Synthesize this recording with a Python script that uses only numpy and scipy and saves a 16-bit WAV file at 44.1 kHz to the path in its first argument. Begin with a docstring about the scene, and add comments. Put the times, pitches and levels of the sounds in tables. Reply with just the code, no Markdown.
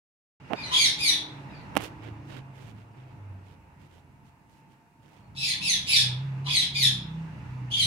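"""Out of a silent start come a hand's creak and tick on the phone, then the first run of parakeet screeches.
Meanwhile one motorbike drones away and another hums far off; ticks and rubs of the hand follow.
Later a third motorbike arrives under a second run of screeches. Town noise and a faint whine last throughout.
Birds are buzzing overtones smeared by yard walls, bikes are stacks of sine waves, town and rubs are shaped
noise, and knocks ring the phone's case. The hand is next to the right microphone."""
import sys
import numpy as np
from scipy import signal
from scipy.fft import rfft, irfft, next_fast_len
from scipy.io import wavfile
from scipy.ndimage import uniform_filter1d, map_coordinates

SR = 44100
rng = np.random.default_rng(int(sys.argv[2]) if len(sys.argv) > 2 else 0)


def generate_wav(signal):
    """Clip the signal to [-1, 1] and save it as 16-bit WAV at the path in sys.argv[1]."""
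    frames = np.transpose(np.atleast_2d(signal))
    scaled = np.clip(frames, -1, 1) * 32767
    pcm = np.round(scaled).astype(np.int16)
    wavfile.write(sys.argv[1], SR, pcm)


N = 346626

# Town loudness over time: start_s, wash_db, rumble_db, wash_treble_lift_db
TOWN_LEVELS = [(0.62, -44.5, -44, 2), (1.08, -48, -49, -0.5), (1.89, -48.5, -46, -2),
               (2.74, -58, -53, -2.5), (3.08, -56, -53.5, -3), (4.01, -62, -59.5, -2),
               (4.6, -63.5, -57.5, 0.5), (4.98, -63.5, -59, -1), (5.2, -59, -57.5, -3),
               (5.58, -54, -46.5, -0.5), (5.98, -53, -52, -1.5), (6.15, -51, -52, 3.5),
               (6.63, -52.5, -45.5, -1), (7.07, -53.5, -50, 4.5), (7.86, -53, -46, 1)]
# Tone colour of the two town noises: pitch_hz, density_db (per Hz, relative)
WASH_COLOUR = [(180, -27), (300, -7), (555, -12), (713, -10), (774, -15), (828, -3.5), (930, -5.5),
               (1080, -11.5), (1660, -14), (2360, -15.5), (2790, -16), (3080, -26), (6200, -34.5),
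               (16000, -52.5)]
RUMBLE_COLOUR = [(15, -42.5), (25, -33), (54, -10), (102, -3.5), (138, 1), (167, -5), (316, -11.5),
                 (420, -40.5), (550, -51), (920, -120)]
# How alike left and right are in the town noise: pitch_hz, likeness (-1 to 1)
LEFT_RIGHT_LIKENESS = [(40, 0.9), (180, 0.87), (550, 0.6), (1650, -0.19), (4970, 0.23), (15000, -0.35)]
# Thin steady tones: pitch_hz, level_db (rms, before they waver)
WHINE_TONES = [(699.8, -76.5), (850.6, -81), (899.0, -71.5), (952.8, -78)]
WASH_TREBLE_HZ = 1310

# Motorbikes over time: start_s, firing_hz, level_db (before colouring),
# favoured_hz (what the street's echoes favour), favoured_lift_db
LEAVING_BIKE = [(.62, 30.5, -74, 143, 5), (.9, 30.72, -64, 135, -4), (1.15, 28.4, -66, 120, 16),
                (1.45, 27.67, -70, 138, 19), (1.8, 27.83, -63.5, 114.2, 11.5),
                (2.05, 27.55, -64.5, 105.4, 25.5), (2.4, 26.37, -66.5, 131, 15),
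                (2.75, 27.1, -68.5, 109.5, 21), (3.05, 25.56, -71, 121, 26), (3.3, 24.49, -69, 98, 23.5),
                (3.6, 23.08, -67, 90.95, 6), (4.3, 20.28, -73, 79.8, 12.5)]
ARRIVING_BIKE = [(5.1, 24.82, -76, 107.4, 7.8), (5.21, 23.86, -63.5, 129, 5.7),
                 (5.38, 26.84, -61, 135, 20.6), (5.77, 30.15, -60, 177, 9.4), (5.91, 31.51, -57, 129, 5),
                 (6.06, 31.58, -49, 127, 15.1), (6.2, 32.85, -57, 135.5, 25), (6.48, 34.44, -55, 137, 20.4),
                 (6.67, 35.47, -55, 169, 12), (6.77, 34.86, -52.5, 141, 11.7), (6.87, 32.4, -52, 130, 18),
                 (6.98, 31.17, -47, 131, 8.7), (7.21, 32.21, -53, 163.6, 16), (7.37, 31.57, -50, 130, 4.6),
                 (7.55, 31.65, -55.5, 126, 18), (7.68, 30.86, -51, 119, 13), (7.76, 30.1, -58, 111, 13),
                 (7.86, 28.05, -52, 100, 21)]
DISTANT_BIKE = [(.6, 29.4, -88, 280, 5), (.9, 30.26, -56, 310, 16), (1.25, 31, -46.5, 306, 12),
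                (1.7, 31.55, -47, 284, 6.5), (2.0, 31.78, -44.5, 320, 6.1), (2.3, 32.3, -46, 313, 3.4),
                (2.45, 33, -82.5, 319.3, 1.8)]
# Exhaust tone colour: pitch_hz, gain_db
EXHAUST_COLOUR = [(45, -4), (65, -1.5), (90, -3), (130, 0), (170, -1), (200, -0.5), (250, -13), (400, -22)]
FAVOURED_WIDTH_HZ = 19

# Finger slips: start_s, snap_db (peak), knock_db (before the case rings)
FINGER_TICKS = [(0.533, -42, 20), (1.753, -40.5, 5.5), (1.7645, -32.5, 17), (1.7681, -20.5, 25.5),
                (1.7745, -23.5, 11), (1.8064, -39, 6), (1.8118, -37.5, -1), (1.8207, -34.5, -8.5),
                (1.8288, -43.5, -6), (1.8339, -46, -3.5), (1.838, -33, -33)]
# Resonances of the phone's case: pitch_hz, width_hz, gain_db
CASE_RESONANCES = [(232, 120, -1.5), (732, 330, 0), (1620, 1400, -9), (2890, 600, -7.5)]
# Creaks: start_s, held_s, level_db, fall_db_per_s
CASE_CREAKS = [(0.504, 0.048, -23, 2800), (1.756, 0.0012, -24, 333.5)]
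CREAK_RISE_DB_PER_S, CREAK_ARCH_DB = 4000, 6.5
# Skin sliding on the case: start_s, length_s, fine_hiss_db, coarse_scratch_db
RUB_STROKES = [(1.769, 0.038, -62, -36), (1.823, 0.038, -46.5, -36.5), (2.025, 0.066, -67.5, -44),
               (2.254, .045, -70.5, -60.5), (2.302, .088, -61.5, -42.5), (2.556, 0.15, -63, -50.5),
               (2.764, 0.066, -73, -57.5), (2.969, 0.063, -78.5, -56), (3.08, .05, -81.5, -62),
               (3.452, .09, -71.5, -57.5), (3.804, 0.064, -71, -58.5), (3.913, 0.0873, -69.5, -58),
               (4.252, 0.043, -71, -64), (4.495, 0.11, -70, -69.5), (4.696, .05, -73.5, -67),
               (5.032, 0.18, -71.5, -60)]
# Tone colour of rubbing skin: pitch_hz, density_db (per Hz, relative)
SKIN_COLOUR = [(180, -15), (300, -3.5), (701, -13.5), (749, -10.5), (828, -15), (1280, -16.5),
               (2980, -16.5), (4370, -26.5), (16000, -45)]
# Rise before a stroke, fall after it, swell within it
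PRESS_DB_PER_S, LIFT_DB_PER_S, ARCH_DB = 600, 500, 3

# Falling screeches: start_s, held_s, fall_s, peak_at (share of the fall where effort peaks), held_pitch_hz,
# peak_pitch_hz, last_pitch_hz, held_level_db, peak_level_db, roughness (0-1)
FALLING_SCREECHES = [(0.586, .03, 0.1, 0.35, 2250, 2038, 1850, -49, -38, 0.2),
                     (.755, .025, .105, .5, 2418, 2103, 1610, -25, -22, .26),
                     (.975, .052, .1, .6, 2439, 1983, 1700, -25.5, -22.5, .18),
                     (1.475, .04, .1, 0.35, 2558, 2320, 2000, -54, -53.5, .2),
                     (5.35, .095, .09, .4, 2584, 2359, 1816, -28.5, -27, 0.5),
                     (5.603, .05, .105, .4, 2683, 2085, 1688, -25.5, -23, .18),
                     (5.858, .06, .1, .45, 2557, 1864, 1617, -21, -20.5, 0.4),
                     (6.48, 0.033, .12, .4, 2508, 2114, 1635, -29, -23.5, .25),
                     (6.735, .048, .105, .55, 2444, 1805, 1632, -27, -23, .3),
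                     (7.755, 0.036, 0.092, 0.24, 2350, 2105, 1623, -32.5, -28.5, 0.3)]
# Level notes, mostly from the other side of the voice organ as a run opens:
# start_s, length_s, pitch_hz, level_db, roughness (0-1), slack_db (weakens overtones)
STEADY_NOTES = [(.55, .06, 2443, -39, 0.04, 14.5), (0.712, .07, 3360, -23.5, .25, 4),
                (5.175, 0.066, 4390, -68.5, 0.1, 0), (6.456, .08, 3379, -31, 0.3, 1),
                (7.702, .11, 3250, -27, .18, 9.5)]
# Low catches before a screech: start_s, level_db
LOW_CATCHES = [(.703, -28.5), (5.591, -43), (6.445, -31)]
# Tone colour of the throat: pitch_hz, gain_db
THROAT_COLOUR = [(1000, -8), (1500, -22.5), (2400, -4), (3000, 2.5), (3700, 6.5), (4800, 0.5), (6200, -6),
                 (7500, -13.5), (10000, -8), (12000, -20.5), (16000, -32)]
# Echo of the yard: pitch_hz, decay_s (time to fade by 60 dB)
YARD_DECAY = [(1000, .3), (2100, .42), (3500, .4), (5000, .33), (7000, .29), (11000, .26), (16000, .2)]
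# Share of period doubling: held, at the effort peak, at the end (0-1)
FALL_DOUBLING = .25, .12, .3

# Start and release of bird notes
RISE_S, RISE_DB, RELEASE_S, RELEASE_DB = 0.016, 15, 0.027, 23.5
SCOOP = .14  # share of the pitch that a screech or level note starts under
SWELL_DB_PER_S, FADE_DB = 148.5, 7  # swell while held; loss at the end of the fall
SMOOTH_PEAK, ROUGH_END = 0.13, 0.14  # roughness lost at the peak and gained at the end
SAG, LEVEL_SWELL_DB, LEVEL_DOUBLING = 0.033, 4, 0.16  # sag: share of pitch lost over a level note
GRUNT_HZ, GRUNT_S, GRUNT_ROUGH, GRUNT_SLACK_DB = 1010, .01, .05, 20
LEAP_HZ, LEAP_S = 2480, 0.015  # the catch breaks upward as it ends

# Tone colour of microphone hiss: pitch_hz, density_db (per Hz, relative)
HISS_COLOUR = [(1500, -35.5), (4000, -1.5), (8000, 1), (16000, -4.5)]
START_S, TOP_HZ = 0.3993, 15820


def amp(db):
    """Turn decibels into a plain multiplier."""
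    return 10 ** (np.asarray(db) / 20)


def unit(x):
    """Scale a sound to an average (rms) strength of 1."""
    return x / np.sqrt(np.mean(x ** 2) + 1e-20)


def along(points, hz):
    """Read a value between (pitch, value) points, with pitch on a log scale."""
    f, v = np.transpose(points)
    return np.interp(np.log(hz + 1), np.log(f + 1), v)


def curves(rows, t=None):
    """Join each column after the time into a curve with one value per sample."""
    s, *columns = np.transpose(rows)
    t = np.arange(N) / SR if t is None else t
    return [np.interp(t, s, column) for column in columns]


def wobble(rate, count=N):
    """Draw a smooth random curve through `rate` random values a second."""
    knots = rng.standard_normal(int(count * rate / SR) + 4)
    return map_coordinates(knots, [np.arange(count) * rate / SR])


def filtered(x, response):
    """Change the strength and timing of each frequency by a complex response."""
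    m = next_fast_len(N + SR // 2)
    return irfft(rfft(x, m) * response(np.fft.rfftfreq(m, 1 / SR)), m)[..., :N]


def rush(spectrum, patchy_db):
    """Make stereo noise whose strength varies in random patches of time and pitch."""
    z = signal.stft(rng.standard_normal((2, N)), nperseg=512)[2]
    patches = rng.standard_normal(z.shape[1:])
    patches = uniform_filter1d(uniform_filter1d(patches, 6, 0), 14, 1)
    pair = signal.istft(z * amp(patchy_db * unit(patches)), nperseg=512)[1][:, :N]

    def middle_and_side(hz):
        # the angle sets how alike left and right become
        turn = np.arccos(np.clip(along(LEFT_RIGHT_LIKENESS, hz), -1, 1)) / 2
        return amp(along(spectrum, hz)) * [np.cos(turn), np.sin(turn)]

    mid, side = filtered(pair, middle_and_side)
    return unit(np.array([mid + side, mid - side]))


def whine():
    """A few thin tones that waver slightly in strength and phase."""
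    t = np.arange(N) / SR
    out = np.zeros(N)
    for hz, db in WHINE_TONES:
        gain = np.sqrt(2) * amp(db + 2.3 * wobble(5.6))
        out += gain * np.sin(2 * np.pi * hz * t + .9 * wobble(2.8))
    return out


def town():
    """Far traffic blends into a wash and a low rumble, with the whine on top."""
    wash_db, rumble_db, treble_db = curves(TOWN_LEVELS)
    wash = rush(WASH_COLOUR, patchy_db=1.0)
    treble = filtered(wash, lambda hz: hz ** 4 / (hz ** 4 + WASH_TREBLE_HZ ** 4))
    wash = wash + (amp(treble_db) - 1) * treble
    wash = amp(wash_db + .7 * wobble(6)) * wash
    rumble = amp(rumble_db + 1.2 * wobble(8)) * rush(RUMBLE_COLOUR, patchy_db=2)
    return (wash + rumble) * amp([[-.9], [.9]]) + whine()


def motorbike(rows, order, count):
    """A single cylinder sounds unsteady multiples of its firing rate; the street lifts those near one pitch."""
    hz, db, favoured_hz, lift_db = curves(rows)
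    phase = 2 * np.pi * np.cumsum(hz) / SR
    first_s, last_s = rows[0][0], rows[-1][0]
    heard = np.interp(np.arange(N) / SR, [first_s - .2, first_s, last_s, last_s + 0.12], [0, 1, 1, 0])
    tone = np.zeros(N)
    for k in range(order, order + count):
        street_db = lift_db * np.exp(-((k * hz - favoured_hz) / FAVOURED_WIDTH_HZ) ** 2)
        gain = amp(db + along(EXHAUST_COLOUR, k * hz) + street_db + 3 * wobble(3.8))
        tone += gain * np.sin(k * phase + 0.55 * wobble(10))
    return np.sqrt(2) * heard * tone * amp([[-.6], [.6]])


def motorbikes():
    """One bike leaves, one arrives, and one far off is heard only by multiples 9 and 10."""
    leaving = motorbike(LEAVING_BIKE, order=2, count=7)
    arriving = motorbike(ARRIVING_BIKE, order=2, count=10)
    distant = motorbike(DISTANT_BIKE, order=9, count=2)
    return leaving + arriving + distant


def case(f):
    """The phone's case rings at a few resonances, with every other one flipped in sign."""
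    total = 0
    for k, (centre, width, db) in enumerate(CASE_RESONANCES):
        ring = 1j * f * width / (centre * centre - f * f + 1j * f * width)
        total = total + (-1) ** k * amp(db) * ring
    return total


def pressure(s, length, rise_db_per_s, fall_db_per_s, arch_db):
    """The strength of one touch rises, holds with a swell and falls."""
    t = np.arange(N) / SR - s
    arch = (2 * np.clip(t / length, 0, 1) - 1) ** 2
    rise_db = rise_db_per_s * np.minimum(t, 0)
    fall_db = fall_db_per_s * np.maximum(t - length, 0)
    return amp(rise_db - fall_db - arch_db * arch)


def ticks():
    """Each finger slip gives a quick downward snap, then a knock that rings the case."""
    blows, snaps, t = np.zeros(N), np.zeros(N), np.arange(SR // 100) / SR
    snap_hz = 3500 + 10000 * np.exp(-t / .001)
    snap = np.sin(2 * np.pi * np.cumsum(snap_hz) / SR)
    for s, snap_db, knock_db in FINGER_TICKS:
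        start = round(s * SR)
        blows[start + SR // 1000] = amp(knock_db)  # the knock follows the snap by 1 ms
        snaps[start:][:len(t)] += amp(snap_db - 60 * t / 0.013) * snap
    return filtered(blows, case) + snaps


def creaks():
    """Uneven grains of noise under pressure sound through the case, with their treble softened."""
    grains = amp(2.5 * wobble(250)) * rng.standard_normal(N)
    grains = unit(filtered(grains, lambda f: case(f) / (1 + (f / 900) ** 2)))
    gain = np.zeros(N)
    for s, held, db, fall in CASE_CREAKS:
        gain += amp(db) * pressure(s, held, CREAK_RISE_DB_PER_S, fall, CREAK_ARCH_DB)
    return gain * grains


def rubs():
    """Skin sliding on the case makes uneven noise: a fine hiss and a coarser scratch."""
    skin = amp(2.5 * wobble(500)) * rng.standard_normal((2, N))
    fine = unit(filtered(skin, lambda f: amp(along(SKIN_COLOUR, f)) / (1 + (5000 / (f + 1)) ** 4)))
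    coarse = unit(filtered(skin, lambda f: amp(along(SKIN_COLOUR, f)) / (1 + (f / 5000) ** 4)))
    fine_gain, coarse_gain = np.zeros(N), np.zeros(N)
    for s, length, fine_db, coarse_db in RUB_STROKES:
        touch = pressure(s, length, PRESS_DB_PER_S, LIFT_DB_PER_S, ARCH_DB)
        fine_gain += amp(fine_db) * touch
        coarse_gain += amp(coarse_db) * touch
    return fine_gain * fine + coarse_gain * coarse


def hand():
    """Touches on the case are strong at the right microphone and much weaker at the left."""
    return (ticks() + creaks()) * amp([[-22], [0]]) + rubs() * amp([[-12], [0]])


def yard(x, direct_db):
    """The direct sound, then the walls' answer, where each frequency dies at its own speed."""
    hz, t, z = signal.stft(rng.standard_normal((2, SR)), SR, nperseg=256)
    fading = amp(-60 * t / along(YARD_DECAY, hz)[:, None])
    tail = signal.istft(z * fading, SR, nperseg=256)[1]
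    tail = tail / np.linalg.norm(tail[0])
    tail[0, 12] += amp(direct_db)  # the left microphone is a little farther from the birds
    tail[1, 0] += amp(direct_db)
    return signal.fftconvolve(x[None], tail, axes=1)


def falling(s, held, fall, peak_at, hz, peak_hz, last_hz, held_db, db, rough):
    """Rise, swell on a held pitch, slide down with most effort partway, then release."""
    turn = s + max(held, RISE_S + 1 / SR)
    peak_s = turn + np.clip(peak_at, 0, 1) * fall
    end = turn + fall
    risen_db = held_db - SWELL_DB_PER_S * (turn - s - RISE_S)
    end_db, end_rough = db - FADE_DB, rough + ROUGH_END
    held_doubling, peak_doubling, end_doubling = FALL_DOUBLING
    # start_s, pitch_hz, level_db, roughness, doubling
    return [(s, hz * (1 - SCOOP), risen_db - RISE_DB, rough, held_doubling),
            (s + RISE_S, hz, risen_db, rough, held_doubling),
            (turn, hz, held_db, rough, held_doubling),
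            (peak_s, peak_hz, db, rough - SMOOTH_PEAK, peak_doubling),
            (end, last_hz, end_db, end_rough, end_doubling),
            (end + RELEASE_S, last_hz, end_db - RELEASE_DB, end_rough, end_doubling)]


def level(s, length, hz, db, rough):
    """Rise, swell with a slight sag in pitch, then release."""
    end, mid = s + RISE_S + length, s + RISE_S + length / 2
    points = [(s, hz * (1 - SCOOP), db - LEVEL_SWELL_DB - RISE_DB),
              (s + RISE_S, hz, db - LEVEL_SWELL_DB),
              (mid, hz, db),
              (end, hz * (1 - SAG), db),
              (end + RELEASE_S, hz * (1 - SAG), db - RELEASE_DB)]
    return [(*point, rough, LEVEL_DOUBLING) for point in points]


def grunt(s, db):
    """Rise on a low pitch, hold briefly, then break upward."""
    end = s + RISE_S + GRUNT_S
    points = [(s, GRUNT_HZ, db - RISE_DB), (s + RISE_S, GRUNT_HZ, db),
              (end, GRUNT_HZ, db), (end + LEAP_S, LEAP_HZ, db)]
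    return [(*point, GRUNT_ROUGH, 0) for point in points]


def screech(rows, slack_db):
    """A membrane buzzes; its overtones pass the throat; rough effort shakes its period and strength."""
    t = rows[0][0] + np.arange(SR // 4) / SR
    hz, db, rough, doubling = curves(rows, t)
    rough, doubling = np.clip(rough, 0, 1), np.clip(doubling, 0, 1)

    def shake(rate):
        return wobble(rate, count=len(t))

    hz = hz * (1 + (.22 + rough) * (.05 * shake(900) + .02 * shake(120)))
    phase = 2 * np.pi * np.cumsum(hz) / SR
    k = np.arange(2, 21)[:, None] / 2  # multiples of the pitch: 1, 1.5, 2 ... 10
    # strong and weak cycles alternate, which adds tones halfway between the overtones
    share = np.where(k % 1 > 0, doubling, 1)
    share = share * amp(4 * np.array([shake(92.5) for _ in k]))  # overtones break up one by one
    effort_db = np.maximum(db - db.max() - slack_db, -20)
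    share = share * amp(.5 * effort_db * np.log2(k))  # more effort, stronger overtones
    share = share * amp(along(THROAT_COLOUR, k * hz)) * (k * hz < SR / 2)
    tone = unit(np.sum(share * np.sin(k * phase), axis=0))
    # a slower, uneven flap chops the tone into bursts
    flap = np.sin(2 * np.pi * np.cumsum(170 + 60 * shake(40)) / SR)
    rasp = unit(amp((3 + 7 * rough) * flap + 1.5 * shake(90)))
    f = np.fft.rfftfreq(len(t), 1 / SR)
    breath = rfft(rng.standard_normal(len(t))) * amp(along(THROAT_COLOUR, f)) * (f > 1600)
    hiss = unit(irfft(breath, len(t)))
    voice = rasp * tone + (.22 + .9 * rough) * np.sqrt(rasp) * hiss
    call = (t < rows[-1][0]) * amp(db) * voice
    # fainter birds sit farther off, behind leaves, so their treble is duller
    dull_db = .7 * min(db.max() + 30, 0) * np.log2(1 + (f / 7000) ** 2)
    return irfft(rfft(call) * amp(dull_db), len(t))


def parakeets():
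    """Falling screeches, level notes and low catches all echo in the yard."""
    notes = [(falling(*row), 0) for row in FALLING_SCREECHES]
    notes += [(level(*row), slack_db) for *row, slack_db in STEADY_NOTES]
    notes += [(grunt(*row), GRUNT_SLACK_DB) for row in LOW_CATCHES]
    out = np.zeros((2, N + 2 * SR))
    for rows, slack_db in notes:
        wet = yard(screech(rows, slack_db), direct_db=-6)
        start = round(rows[0][0] * SR)
        out[:, start:][:, :wet.shape[1]] += wet
    return out[:, :N]


def scene():
    """Add the layers, from the background to the birds."""
    return town() + motorbikes() + hand() + parakeets()


def record(dry):
    """The phone starts after a silent moment, comes up to level, hisses and drops all above its band limit."""
    t = np.arange(N) / SR
    switch_on = np.clip((t - START_S) / 0.0022, 0, 1)
    on = switch_on * amp(np.interp(t, [START_S, .56], [-11, 0]))
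    noise = rng.standard_normal((2, N))
    hiss = amp(-78.5) * unit(filtered(noise, lambda hz: amp(along(HISS_COLOUR, hz))))
    return on * filtered(dry + hiss, lambda hz: hz < TOP_HZ)


dry = scene()
out = record(dry)
generate_wav(out)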